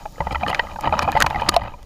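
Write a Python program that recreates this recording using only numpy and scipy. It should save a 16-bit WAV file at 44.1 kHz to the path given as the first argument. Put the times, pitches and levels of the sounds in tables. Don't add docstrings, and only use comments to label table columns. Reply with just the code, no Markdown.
import sys
import numpy as np
from scipy import signal
from scipy.io import wavfile
from scipy.ndimage import uniform_filter1d

SR = 44100
rng = np.random.default_rng(int(sys.argv[2]) if len(sys.argv) > 2 else 0)


def store_pcm(level_fs):
    pcm = np.round(np.clip(level_fs, -1, 1) * 32767).astype(np.int16)
    wavfile.write(sys.argv[1], SR, np.atleast_2d(pcm).T)


def undo_db(level):
    steps = np.asarray(level, float) / 20
    return 10 ** steps


N = 81585


def unit(x):
    return x / np.sqrt(np.mean(x ** 2))


def peak_unit(x):
    return x / np.abs(x).max()


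def ring(x, hz, t60):
    pole = np.exp(2j * np.pi * hz / SR - np.log(1000) / (t60 * SR))
    return signal.lfilter([1], [1, -pole], x + 0j).imag


def soft(x, hz, t60):
    return ring(ring(x, hz, 0.36 * t60), hz, t60) * np.log(1000) / (0.2 * t60 * SR)


def band(x, lo_hz, hi_hz):
    sos = signal.butter(2, [lo_hz, min(hi_hz, 0.45 * SR)], "band", fs=SR, output="sos")
    return signal.sosfilt(sos, x)


def add(out, s, sound, db):
    i = int(s * SR)
    sound = sound[:N - i]
    out[i:i + len(sound)] += undo_db(db) * peak_unit(sound)


def walk(rate):
    hold = int(SR / rate)
    levels = np.repeat(rng.standard_normal(N // hold + 1), hold)
    return 1.48 * uniform_filter1d(uniform_filter1d(levels, hold), hold)[:N]


# (time [s], level [dB], low bar mode [Hz], high bar mode [Hz], high re low modes [dB])
KNOCKS = [(0.055, -17, 840, 1720, -15), (0.18, -25, 500, 1680, -16), (0.204, -7.5, 884, 1960, -11),
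          (0.219, -20.5, 957, 1670, -18), (0.269, -8, 899, 1970, -18),
          (0.308, -13.5, 815, 2400, -11.5), (0.347, -12, 1330, 2480, -10),
          (0.355, -12.5, 906, 1960, -0.5), (0.41, -28, 844, 1900, -6), (0.433, -8.5, 727, 2500, -9),
          (0.464, -14.5, 1194, 1825, -3), (0.513, -16, 766, 2910, -6), (0.528, -11, 880, 1990, -7),
          (0.5945, -12, 916, 1900, 7.5), (0.638, -24, 567, 3020, -15), (0.669, -39, 1270, 2010, 9),
          (0.759, -18, 910, 1540, -11.5), (0.787, -17, 853, 1730, -27),
          (0.835, -17, 847, 2510, -10.5), (0.844, -10.5, 858, 1710, -14),
                 (0.855, -24, 900, 2070, -6), (0.873, -4, 921, 1890, -16), (0.892, -21.5, 836, 2000, -4.5),
                 (0.925, -6.5, 850, 2470, -9.5), (0.931, -4, 649, 1650, -39),
                 (0.951, -15.5, 940, 2610, -10), (0.969, -18, 924, 1960, -12),
                 (1.042, -15.5, 862, 2380, -8.5), (1.05, -17.5, 713, 2450, -9),
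                 (1.0765, -8, 720, 2510, -15), (1.086, -5, 820, 1690, -18),
                 (1.095, -12.5, 817, 2440, -13.5), (1.125, -17.5, 930, 1750, -3.5),
                 (1.151, -8, 733, 2000, -11), (1.164, -5, 858, 1907, -14.5), (1.171, -6.5, 892, 1980, -6),
          (1.203, -8.5, 1310, 1810, -2.5), (1.2248, -17, 1088, 1860, 1.5),
               (1.2417, -7.5, 910, 1870, -22), (1.263, -8.5, 947, 2370, -6), (1.307, -13, 888, 1780, -6),
               (1.327, -22, 855, 2770, -11), (1.345, -15, 820, 2085, -5), (1.358, -13, 754, 1960, -3.5),
               (1.398, -24.5, 930, 1760, 3), (1.418, -8.5, 929, 2460, -11.5), (1.617, -19.5, 904, 2020, -6),
               (1.658, -38.5, 790, 1850, 9), (1.678, -23.5, 930, 2600, -7.5),
               (1.737, -27.5, 980, 2420, -10),
          (1.539, -15, 1000, 2980, -8),
    (1.554, -15, 880, 1950, -16),
]
# (time [s], level [dB], mode [Hz], t60 [s])
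LOOSE_BAR = (1.5638, -1, 692, .05)
# (frequency [Hz], level [dB], t60 [s])
BARS = [(579, -7, 0.092), (722, -13.5, 0.033), (752, -1.5, 0.016), (867, 3, 0.031), (1004, -14, 0.12),
        (1232, -1.5, 0.034), (1650, -10, 0.03), (1960, -11.5, 0.035), (2460, -9, 0.023),
        (3009, -8.5, 0.019), (3834, -14.5, 0.015), (4236, -24.5, 0.031), (4796, -23, 0.026),
        (6440, -34, 0.018)]


def knocks():
    low_t60_s, high_t60_s, usual_contact_ms = 0.033, 0.026, 2.36
    other_modes_db, other_high_db, scatter_db, knock_db = -7.5, 8, 4, -1.3
    out, t = np.zeros(N), np.arange(4096) / SR
    for s, db, low_hz, high_hz, high_db in KNOCKS:
        contact_ms = usual_contact_ms * undo_db(-0.3 * np.clip(high_db + 14, -10, 15))
        push = rng.standard_normal(len(t)) * t * np.exp(-t * 2000 / contact_ms)
        other_low = other_high = 0
        for hz, mode_db, t60 in BARS:
            gain = undo_db(other_modes_db + mode_db + scatter_db * rng.standard_normal())
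            mode = gain * peak_unit(soft(push, hz, t60 / 2))
            if hz < 1500:
                other_low = other_low + mode
            else:
                other_high = other_high + mode
        impulse = 1.0 * (t == t[20])
        low = peak_unit(soft(impulse, low_hz, low_t60_s)) + other_low
        high_ring_s = high_t60_s * np.sqrt(contact_ms / usual_contact_ms)
        high = peak_unit(soft(push, high_hz, high_ring_s)) + undo_db(other_high_db) * other_high
        add(out, s - 0.001, low, db + knock_db)
        add(out, s - 0.001, high, db + knock_db + high_db + 1.5)
    s, db, hz, t60 = LOOSE_BAR
    add(out, s, band(ring(1.0 * (t == 0), hz, t60), hz / 2, hz * 2), db)
    return out


# (time [s], level [dB], mode [Hz], t60 [ms])
SNAPS = [(.056, -25.5, 666, 35), (.058, -39.5, 2380, 18), (.4365, -22, 824, 90), (1.021, -19.5, 1250, 26),
         (1.05, -21, 1260, 12), (1.076, -14, 1180, 14), (1.327, -17, 853, 23), (1.432, -16.5, 890, 14.4),
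         (0.5475, -6.5, 2300, 3.8), (0.5936, -15.5, 3050, 17), (.603, -26, 1930, 27),
         (.5945, -26.5, 4630, 6.2), (0.5986, -26, 990, 41), (.7154, -36.5, 2440, 16),
         (.855, -26.5, 3000, 15), (.864, -19, 850, 22), (0.874, -25, 2950, 15), (.873, -32, 1290, 22),
         (.932, -9.5, 884, 20), (.938, -15, 1230, 27), (0.9812, -31, 1170, 10), (0.992, -3.5, 1250, 5.5),
         (0.991, -16.5, 5530, 8), (.993, -20.5, 2480, 14.5), (1.0178, -25, 1790, 15),
         (1.0222, -23, 2380, 15), (1.2054, -18, 1490, 6.5), (1.2132, -8, 1520, 4.4),
         (1.2216, 0.5, 1650, 6.1), (1.2232, -11, 6460, 3.4), (1.2035, -15.5, 6950, 4.4),
         (1.209, -16, 1890, 12), (1.2662, -8.5, 983, 13.6), (1.4878, -7, 2170, 1.7),
         (1.4895, -3.5, 4630, 4.1), (1.4912, -13, 1230, 28), (1.4915, -11.5, 6780, 5),
         (1.5216, -32, 1610, 15), (1.5641, -9, 4010, 4.4), (1.5645, -9, 1035, 16), (.158, -39, 2020, 9.9),
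         (0.4825, -18.5, 2980, 12), (.687, -30, 1230, 25)]
BODY_SNAPS = [
    (1.4885, -16, 360, 25),
    (1.496, -31, 4480, 22),
    (1.567, -32, 5500, 16),
]


def snaps(rows):
    out, tap = np.zeros(N), 1.0 * (np.arange(4096) == 0)
    for s, db, hz, t60_ms in rows:
        add(out, s, soft(tap, hz, t60_ms / 1000), db)
    return out


# (time [s], treble level [dB], 2-6 kHz body re treble [dB], 0.7-2 kHz re treble [dB], fade [ms])
CRACKS = [(0.546, -36, 22, 18, 2.1), (0.992, -27, 15.5, 13.5, 1.0), (1.2130, -32.5, 19.5, 14, 1.7),
          (1.223, -14.5, 12, 8, 2), (1.564, -22.5, 14, 3, 1.6), (.1235, -39, -11, -18, 1.1),
          (0.8095, -24.5, -3, -5.5, 0.78), (1.1186, -22, 2.5, -1, 0.64), (1.2030, -15, -1, -5, 1.3),
          (1.2635, -26.5, 11.5, 9, 0.94), (1.266, -27, 9, 20, 1.6), (1.3019, -35.5, 10, 14, 1.7),
          (1.4112, -41, 13.5, 6, 1.9), (1.4875, -29.5, 15, 14, 0.51), (1.491, -7.5, 9.5, 1, 1.26),
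          (1.8292, -42, 2.5, -10, 1.1), (.9828, -38, -4, -6, .8), (1.4857, -46, 20, -3, 1.1),
          (0.5523, -40, 14, 22, 1.4), (1.635, -47, 0, 5, 2)]
# (low, middle, high, top [Hz])
CRACK_EDGES_HZ = (700, 2200, 5800, 13500)


def cracks():
    out, t = np.zeros(N), np.arange(2048) / SR
    low, mid, high, top = CRACK_EDGES_HZ
    for s, db, body_db, low_db, fade_ms in CRACKS:
        envelope = np.exp(-t * 1000 / fade_ms) * (1 - np.exp(-t / 0.0001))
        tick = 1.5 * (t == t[9])
        burst = rng.standard_normal(len(t)) * envelope + tick
        add(out, s, band(burst, high, top), db)
        add(out, s, band(band(burst, mid, high), mid, high), db + body_db)
        add(out, s, band(band(burst, low, mid), low, mid), db + low_db)
    return out


# (time [s], level [dB])
THUMPS = [(0.2, -14), (0.264, -20.5), (0.314, -16), (0.462, -25), (0.491, -20), (0.863, -36), (0.868, -14),
          (1.031, -18.5), (1.147, -41), (1.148, -14.5), (1.235, -15), (1.351, -16), (1.526, -19.5),
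          (1.614, -21.5)]
# (frequency [Hz], t60 [s])
BOX = [(45, 0.14), (80, 0.29), (143, 0.09), (205, 0.043), (305, 0.054)]
BOX_DB = [-3.5, -5.5, -6.5, -5.5, -10]


def thumps():
    push_ms, thump_db = 6.5, 1.5
    out, t = np.zeros(N), np.arange(8192) / SR
    push = t * np.exp(-t * 2000 / push_ms)
    for s, db in THUMPS:
        thump = 0
        for (hz, t60), mode_db in zip(BOX, BOX_DB):
            level_chance, pitch_chance = rng.standard_normal(2)
            mode = soft(push, hz * (1 + 0.15 * pitch_chance), t60)
            thump = thump + undo_db(mode_db + 2 * level_chance) * unit(mode)
        add(out, s, thump, db + thump_db)
    return out


# (time [s], level [dB], length [ms], thin treble re level [dB])
SCRAPES = [
    (0.309, -31.5, 29.5, -43),
    (0.344, -41, 13, -40),
    (0.471, -25.5, 21.8, -41),
    (0.488, -20.5, 23.3, -34),
    (.92, -41, 25, -36),
    (1.012, -23, 29.4, -42),
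    (1.148, -33.5, 50, -38),
    (1.535, -24.5, 18.3, -37),
    (1.205, -29, 18.3, -22),
]


def scrapes():
    t = np.arange(N) / SR
    grit = rng.standard_normal(N) * undo_db(2.5 * walk(600))
    shape = thin = 0
    for s, db, ms, treble_db in SCRAPES:
        swell = np.sin(np.pi * np.clip((t - s) * 1000 / ms, 0, 1)) ** 2
        shape = shape + undo_db(db) * swell
        thin = thin + undo_db(db + treble_db) * swell
    wood = sum(undo_db(0.5 * db) * ring(grit * shape, hz, 0.5 * t60) for hz, db, t60 in BARS)
    return wood / 10 + band(grit * thin, 3900, 9100) * 10


# (time [s], level [dB])
PATTER = [(0, -46.5), (0.171, -51.5), (.23, -45.5), (.39, -38), (.5, -31), (.62, -39.5), (0.791, -43.5),
          (0.861, -27.5), (1.0, -33), (1.18, -30), (1.29, -34), (1.43, -34.5), (1.5, -33), (1.661, -39.5),
          (1.721, -49), (1.85, -56.5)]


def patter():
    taps_per_s, spread_db, flurry_db, patter_db, rumble_db = 800, 2, 4.5, 3, 0.5
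    level = undo_db(np.interp(np.arange(N) / SR, *np.transpose(PATTER)))
    at = np.flatnonzero(rng.random(N) < taps_per_s / SR)
    tap_db = spread_db * np.minimum(rng.exponential(size=len(at)), 2)
    size = undo_db(tap_db + flurry_db * np.clip(walk(60)[at], -2, 1))
    bars = rumble = 0
    for hz, db, t60 in BARS:
        taps = np.zeros(N)
        taps[at] = size * rng.standard_normal(len(at))
        bars = bars + undo_db(db) * soft(taps, hz, t60 / 2)
    for (hz, t60), db in zip(BOX, BOX_DB):
        mode = unit(soft(rng.standard_normal(N), hz, t60))
        rumble = rumble + undo_db(db + 2.2 * walk(13.52)) * mode
    return level * undo_db(patter_db) * unit(bars), level * undo_db(rumble_db) * unit(rumble)


# (frequency [Hz], density [dB per Hz])
AIR = [(12, -34), (20, 19.5), (65, 5), (427, -13.5), (871, -14), (1470, -51), (3000, -24.5), (3900, -54),
       (6600, -120)]


def air():
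    out, (air_hz, air_db) = 0, np.transpose(AIR)
    for hz in 22 * 2 ** np.arange(0, 7.1, 0.5):
        density_db = np.interp(np.log(hz), np.log(air_hz), air_db)
        db = density_db + 10 * np.log10(hz) + 0.9 * walk(5.65)
        out = out + undo_db(db) * unit(band(rng.standard_normal(N), hz / 1.62, hz * 1.24))
    return unit(out) * undo_db(-39.5)


def hiss():
    hiss_db, duck_s, duck_db = -57, 1.57, -7.5
    middle = unit(band(rng.standard_normal(N), 3600, 6300))
    port = undo_db(-6) * unit(soft(rng.standard_normal(N), 6840, 0.0075))
    treble = undo_db(-2.5) * unit(band(rng.standard_normal(N), 7000, 21000))
    duck = np.clip((np.arange(N) / SR - duck_s) / 0.0055, 0, 1)
    return (middle + port + treble) * undo_db(hiss_db + duck_db * duck)


def scene():
    taps, rumble = patter()
    wood = knocks() + snaps(SNAPS) + scrapes() + taps
    bars = signal.sosfilt(signal.butter(4, 480, "high", fs=SR, output="sos"), wood)
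    box = band(thumps() + rumble, 51.4, 620)
    return (bars + cracks() + snaps(BODY_SNAPS) + box + air())[None]


def roll_off(x):
    return signal.sosfilt(signal.butter(12, 16510, fs=SR, output="sos"), x)


def record(dry):
    limited = np.clip(dry + hiss(), -1, 1)
    top_cut = signal.ellip(8, 0.2, 55, 15350, fs=SR, output="sos")
    mix = np.clip(signal.sosfilt(top_cut, limited), -1, 1)
    return roll_off(mix)


dry = scene()
out = record(dry)
store_pcm(out)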